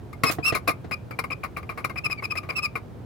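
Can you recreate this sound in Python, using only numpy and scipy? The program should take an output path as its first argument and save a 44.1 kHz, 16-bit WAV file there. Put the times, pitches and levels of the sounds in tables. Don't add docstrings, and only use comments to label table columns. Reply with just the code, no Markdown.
import sys
import numpy as np
from scipy import signal
from scipy.fft import rfft, irfft
from scipy.io import wavfile

SR = 44100
rng = np.random.default_rng(int(sys.argv[2]) if len(sys.argv) > 2 else 0)


def bounce(signal):
    frames = np.transpose(np.atleast_2d(signal))
    limited = np.clip(frames, -1, 1)
    pcm = np.round(limited * 32767).astype(np.int16)
    wavfile.write(sys.argv[1], SR, pcm)


N = 134505
TIME = np.arange(N) / SR
JITTER_HZ, JITTERS_PER_S = 9, 200

# (pitch [Hz], left [dB], right [dB])
PITCH_REACH = [(2090, 4.5, 8.5), (2530, 0.5, -12), (2698, -18.5, 0), (2680, 0, -35), (4540, -11, -2),
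               (5580, -14.5, -14), (7130, -25.5, -24)]
# (time [s], length [s], top pitch [Hz], pitch sag [Hz], level [dB], overtone boost [dB])
PIVOT_CHIRPS = [(0.249, 0.061, 2560, 30.2, -20.5, 2.5), (0.426, .092, 2716, 295.6, -17, 0),
                (0.671, 0.031, 2610, 370, -21.5, -11), (0.915, 0.036, 2513, 120, -25, -6),
                (1.108, 0.044, 2346, 70.5, -45.5, -18), (1.311, 0.029, 2566, 170, -25.5, -9),
                (1.968, 0.028, 2550, 160, -26, -5.5), (2.037, 0.037, 2634, 223, -19, -5.5),
                (2.1, 0.038, 2558, 174, -23.5, -3.5), (2.171, 0.036, 2326, 138, -38, -12.5),
                (2.232, 0.031, 2570, 236, -25.5, -3), (2.299, 0.0315, 2570, 110, -23, -7.5),
                (2.365, 0.028, 2601, 215, -23.5, -2), (2.494, 0.019, 2488, 173, -25, -8),
                (2.551, 0.051, 2652, 264, -20.5, -3), (2.617, 0.053, 2574, 257, -22, -1)]
def chirps():
    out, (grit, hiss, groan) = np.zeros((2, N)), np.zeros((3, N))
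    jitter = JITTER_HZ * drift(JITTERS_PER_S)
    flutter = from_db(1.2 * drift(JITTERS_PER_S))
    smears = [(drift(400) + 1j * drift(400)) / np.sqrt(2) for _ in range(4)]
    right_lag_s = .005545
    for start, length, top_hz, sag_hz, db, overtones_db in PIVOT_CHIRPS:
        now = (TIME >= start) & (TIME < start + length)
        progress = (TIME[now] - start) / length
        crest = (length - .022) / .135
        sag = sag_hz * np.abs((progress - crest) / max(crest, 1 - crest)) ** 1.6
        stall = 162 * np.exp((progress - 1) * length / .0055)
        hz = top_hz - stall - sag
        phase = 2 * np.pi * np.cumsum(hz + jitter[now]) / SR
        swell_and_fade = np.clip(np.minimum(progress / .34, (1 - progress) / .23), 0, 1)
        level = from_db(db) * swell_and_fade * flutter[now]
        overtones = level * from_db(overtones_db) * swell_and_fade
        for harmonic, smear in enumerate(smears, 1):
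            uneven = min(.0045 * harmonic / length, 1)
            roughness = np.sqrt(1 - uneven ** 2) + uneven * smear[now]
            strength = np.sqrt(2) * (overtones if harmonic > 1 else level) * roughness
            for mic in (0, 1):
                reach = from_db(at_hz(np.array(PITCH_REACH)[:, [0, mic + 1]], harmonic * hz))
                heard_phase = phase - 2 * np.pi * hz * right_lag_s * mic
                out[mic, now] += reach * np.imag(strength * np.exp(1j * harmonic * heard_phase))
        grit[now], hiss[now], groan[now] = level, overtones, progress * level
    return out, (grit, hiss, groan)


# (time [s], level [dB])
BREAKAWAY_PIPS = [(0.545, -25), (1.188, -25.5), (1.3027, -30.5), (1.433, -31.5), (1.565, -31.5),
                  (1.692, -30), (1.843, -24.5), (1.9596, -36), (2.358, -33.5), (2.491, -30), (2.755, -25.5)]
def pips():
    length_s, attack_s, top_hz, sag_hz = .0089, .0008, 2422, 172
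    out, jitter = np.zeros(N), JITTER_HZ * drift(JITTERS_PER_S)
    for start, db in BREAKAWAY_PIPS:
        now = (TIME >= start) & (TIME < start + length_s)
        age = TIME[now] - start
        shape = np.minimum(age / attack_s, 1) * np.cos(np.pi / 2 * age / length_s)
        hz = top_hz - sag_hz * age / length_s + jitter[now]
        out[now] += from_db(db) * np.sqrt(2) * shape * np.sin(2 * np.pi * np.cumsum(hz) / SR)
    return out


# (pitch [Hz], relative level [dB])
ARM_NOTES = [(650, -6.5), (1095, 1.5), (1210, 3.5), (1465, -6), (2135, -2), (2310, -4), (2470, -13.5),
             (2560, -35), (4800, -17.5)]
# (pitch [Hz], relative level [dB])
SCRAPE_TONE = [(100, 3), (280, 2.5), (1200, 5.5), (1650, -0.5), (2400, 3.5), (3100, -13), (7000, -24.5)]
# (pitch [Hz], relative level [dB])
HISS_TONE = [(2500, -36), (3600, 7.5), (5300, 7.5), (6200, -1.5), (9900, -1), (10800, 11), (11600, 4),
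             (15800, -6.5)]
# (time [s], length [s], level [dB])
PIVOT_RASPS = [(0.129, 0.0012, -22.5), (0.235, 0.011, -17.5), (0.244, 0.098, -30), (0.548, 0.031, -22.5),
               (0.675, 0.039, -20.5), (0.91, 0.022, -28), (1.108, 0.017, -32.5), (1.189, 0.014, -22.5),
               (1.238, 0.018, -30), (1.304, 0.028, -32.5), (1.435, 0.029, -28.5), (1.567, 0.029, -30.5),
               (1.628, 0.0096, -37.5), (1.691, 0.036, -33.5), (1.774, 0.038, -32.5), (1.845, 0.015, -23),
               (1.895, 0.022, -33.5), (1.957, 0.026, -37), (2.098, 0.0073, -29.5), (2.223, 0.026, -34.5),
               (2.353, 0.023, -31.5), (2.43, 0.041, -42.5), (2.488, 0.054, -34), (2.753, 0.031, -30.5)]
def rasps(chirp_curves):
    grit, hiss, groan = chirp_curves
    slips_per_s, sharp_slips_per_s = 3000, 1800
    body, treble = from_db(-28) * grit, from_db(-21.5) * hiss
    for start, length, db in PIVOT_RASPS:
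        body = np.hypot(body, from_db(db) * rasp_shape(start, length, attack_s=.0015))
        treble_db = 1.82 * db + 10
        treble = np.hypot(treble, from_db(treble_db) * rasp_shape(start, length, attack_s=.0031))
    arm = convolve(tiny_slips(slips_per_s) * body, unit_energy(ringing(ARM_NOTES, fade_s=.026)))
    low_note = unit_energy(ringing([(1215, 0)], fade_s=.04))
    groaning = convolve(tiny_slips(slips_per_s) * groan, low_note)
    scraping = convolve(tiny_slips(slips_per_s) * body, unit_energy(tone_filter(SCRAPE_TONE)))
    hissing = convolve(tiny_slips(sharp_slips_per_s) * treble, unit_energy(tone_filter(HISS_TONE)))
    return arm + from_db(-12.5) * groaning + from_db(-1) * scraping + hissing


def rasp_shape(start, length, attack_s):
    fall_db, release_s = 17.5, .0048
    age = np.maximum(TIME - start, 0)
    weakening = from_db(-fall_db * np.minimum(age / length, 1))
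    release = np.exp(-np.clip((age - length) / release_s, 0, 20))
    return np.minimum(age / attack_s, 1) * weakening * release


# (pitch [Hz], relative level [dB])
BRACKET_NOTES = [(135, -10), (265, -9), (318, -2.5), (440, -10), (650, -3.5), (725, -7), (1900, -10)]
# (time [s], level [dB], muffled above [Hz])
SOCKET_KNOCKS = [(0.235, -10, 2810), (0.2962, -14.5, 2000), (0.385, -14, 745), (0.5226, -14, 1950),
                 (0.686, -14.5, 1040), (.844, -26, 1290)]
def knocks():
    out = np.zeros(2 * N)
    for start, db, edge_hz in SOCKET_KNOCKS:
        ring = ringing([(hz, note_db + rng.normal(0, 2)) for hz, note_db in BRACKET_NOTES], fade_s=.04)
        crack = from_db(-3.5) * rng.standard_normal(len(ring)) * np.exp(-TIME[:len(ring)] / .015)
        crack -= lowpass(crack, hz=105)
        out[int(start * SR):][:len(ring)] += from_db(db) * lowpass(ring / 2 + crack, edge_hz)
    return out[:N]


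def brush():
    start_s, swell_s, fade_s = .3058, .011, .11
    age = np.maximum(TIME - start_s, 0)
    shape = np.minimum(age / swell_s, 1) ** 2 * fade(age, fade_s)
    return np.array([np.zeros(N), from_db(-17.5) * shape * tiny_slips(per_s=5000)])


def engine_bay(sound, near_db):
    age = TIME[:N // 4]
    near, far = rng.standard_normal((2, len(age)))
    bay = unit_energy(near * fade(age, fade_s=.073))
    workshop = unit_energy(lowpass(far, hz=2900) * fade(age, fade_s=.22))
    return sound + convolve(sound, from_db(near_db) * bay + from_db(-24) * workshop)


# (pitch [Hz], likeness [0 to 1])
RUMBLE_ALIKE = [(50, 1), (500, 0.33)]
# (pitch [Hz], relative level [dB])
RUMBLE_TONE = [(25, -26), (65, -4), (120, 0.5), (190, -9), (400, -13.5), (900, -23.5), (2000, -35.5),
               (7000, -50), (16000, -53)]
def rumble():
    hz = np.arange(N // 2 + 1) * SR / N
    middle, side = rfft(rng.standard_normal((2, N))) * from_db(at_hz(RUMBLE_TONE, hz))
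    alike = at_hz(RUMBLE_ALIKE, hz)
    left_right = np.array([[1], [-1]])
    noise = irfft(np.sqrt(1 + alike) * middle + np.sqrt(1 - alike) * side * left_right, N)
    return from_db(-39.5 - .54 * left_right) * unit_level(noise)


def tiny_slips(per_s):
    clicks = rng.random(N) < per_s / SR
    strength = from_db(1.5 * np.clip(rng.standard_normal(N), -2, 2))
    return unit_level(clicks * strength * rng.choice([-1, 1], N))


def ringing(notes, fade_s):
    age = TIME[:N // 8]
    waves = ((-1) ** k * from_db(db) * np.sin(2 * np.pi * hz * age) for k, (hz, db) in enumerate(notes))
    return fade(age, fade_s) * sum(waves)


def tone_filter(points, scale=1):
    size = 4096
    hz = np.arange(size // 2 + 1) * SR / size
    cepstrum = irfft(np.log(from_db(scale * at_hz(points, hz))))
    cepstrum[1:size // 2] *= 2
    cepstrum[size // 2 + 1:] = 0
    return irfft(np.exp(rfft(cepstrum)))


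def drift(hz):
    return unit_level(lowpass(rng.standard_normal(N), hz))


def fade(age, fade_s):
    return from_db(-60 * age / fade_s)


def at_hz(points, hz):
    pitches, values = np.array(points).T
    return np.interp(np.log(hz + 1), np.log(pitches), values)


def lowpass(sound, hz):
    return signal.sosfilt(signal.butter(2, hz, fs=SR, output="sos"), sound)


def convolve(sound, response):
    return signal.fftconvolve(sound, response)[:N]


def from_db(db):
    return 10 ** (np.asarray(db) / 20)


def unit_level(sound):
    return sound / np.sqrt(np.mean(sound ** 2) + 1e-20)


def unit_energy(response):
    return response / np.sqrt(np.sum(response ** 2))


# (pitch [Hz], left minus right [dB])
LEFT_RIGHT_BALANCE = [(280, -7.5), (1250, 5.5), (2300, 3), (5200, 1.5), (9000, 6.5)]
def scene():
    own_share = .35
    tones, chirp_curves = chirps()
    shared = pips() + knocks() + np.sqrt(1 - own_share) * rasps(chirp_curves)
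    mics = []
    for tone, side in zip(tones, (.5, -.5)):
        singing = engine_bay(tone, near_db=-17)
        noises = shared + np.sqrt(own_share) * rasps(chirp_curves)
        placed = convolve(noises, tone_filter(LEFT_RIGHT_BALANCE, side))
        mics.append(singing + engine_bay(placed, near_db=-2.5))
    return np.array(mics) + brush() + rumble()


def record(dry):
    thin = signal.sosfilt(signal.butter(2, 53, "high", fs=SR, output="sos"), dry)
    return signal.sosfilt(signal.ellip(10, .2, 80, 16100, fs=SR, output="sos"), thin)


dry = scene()
out = record(dry)
bounce(out)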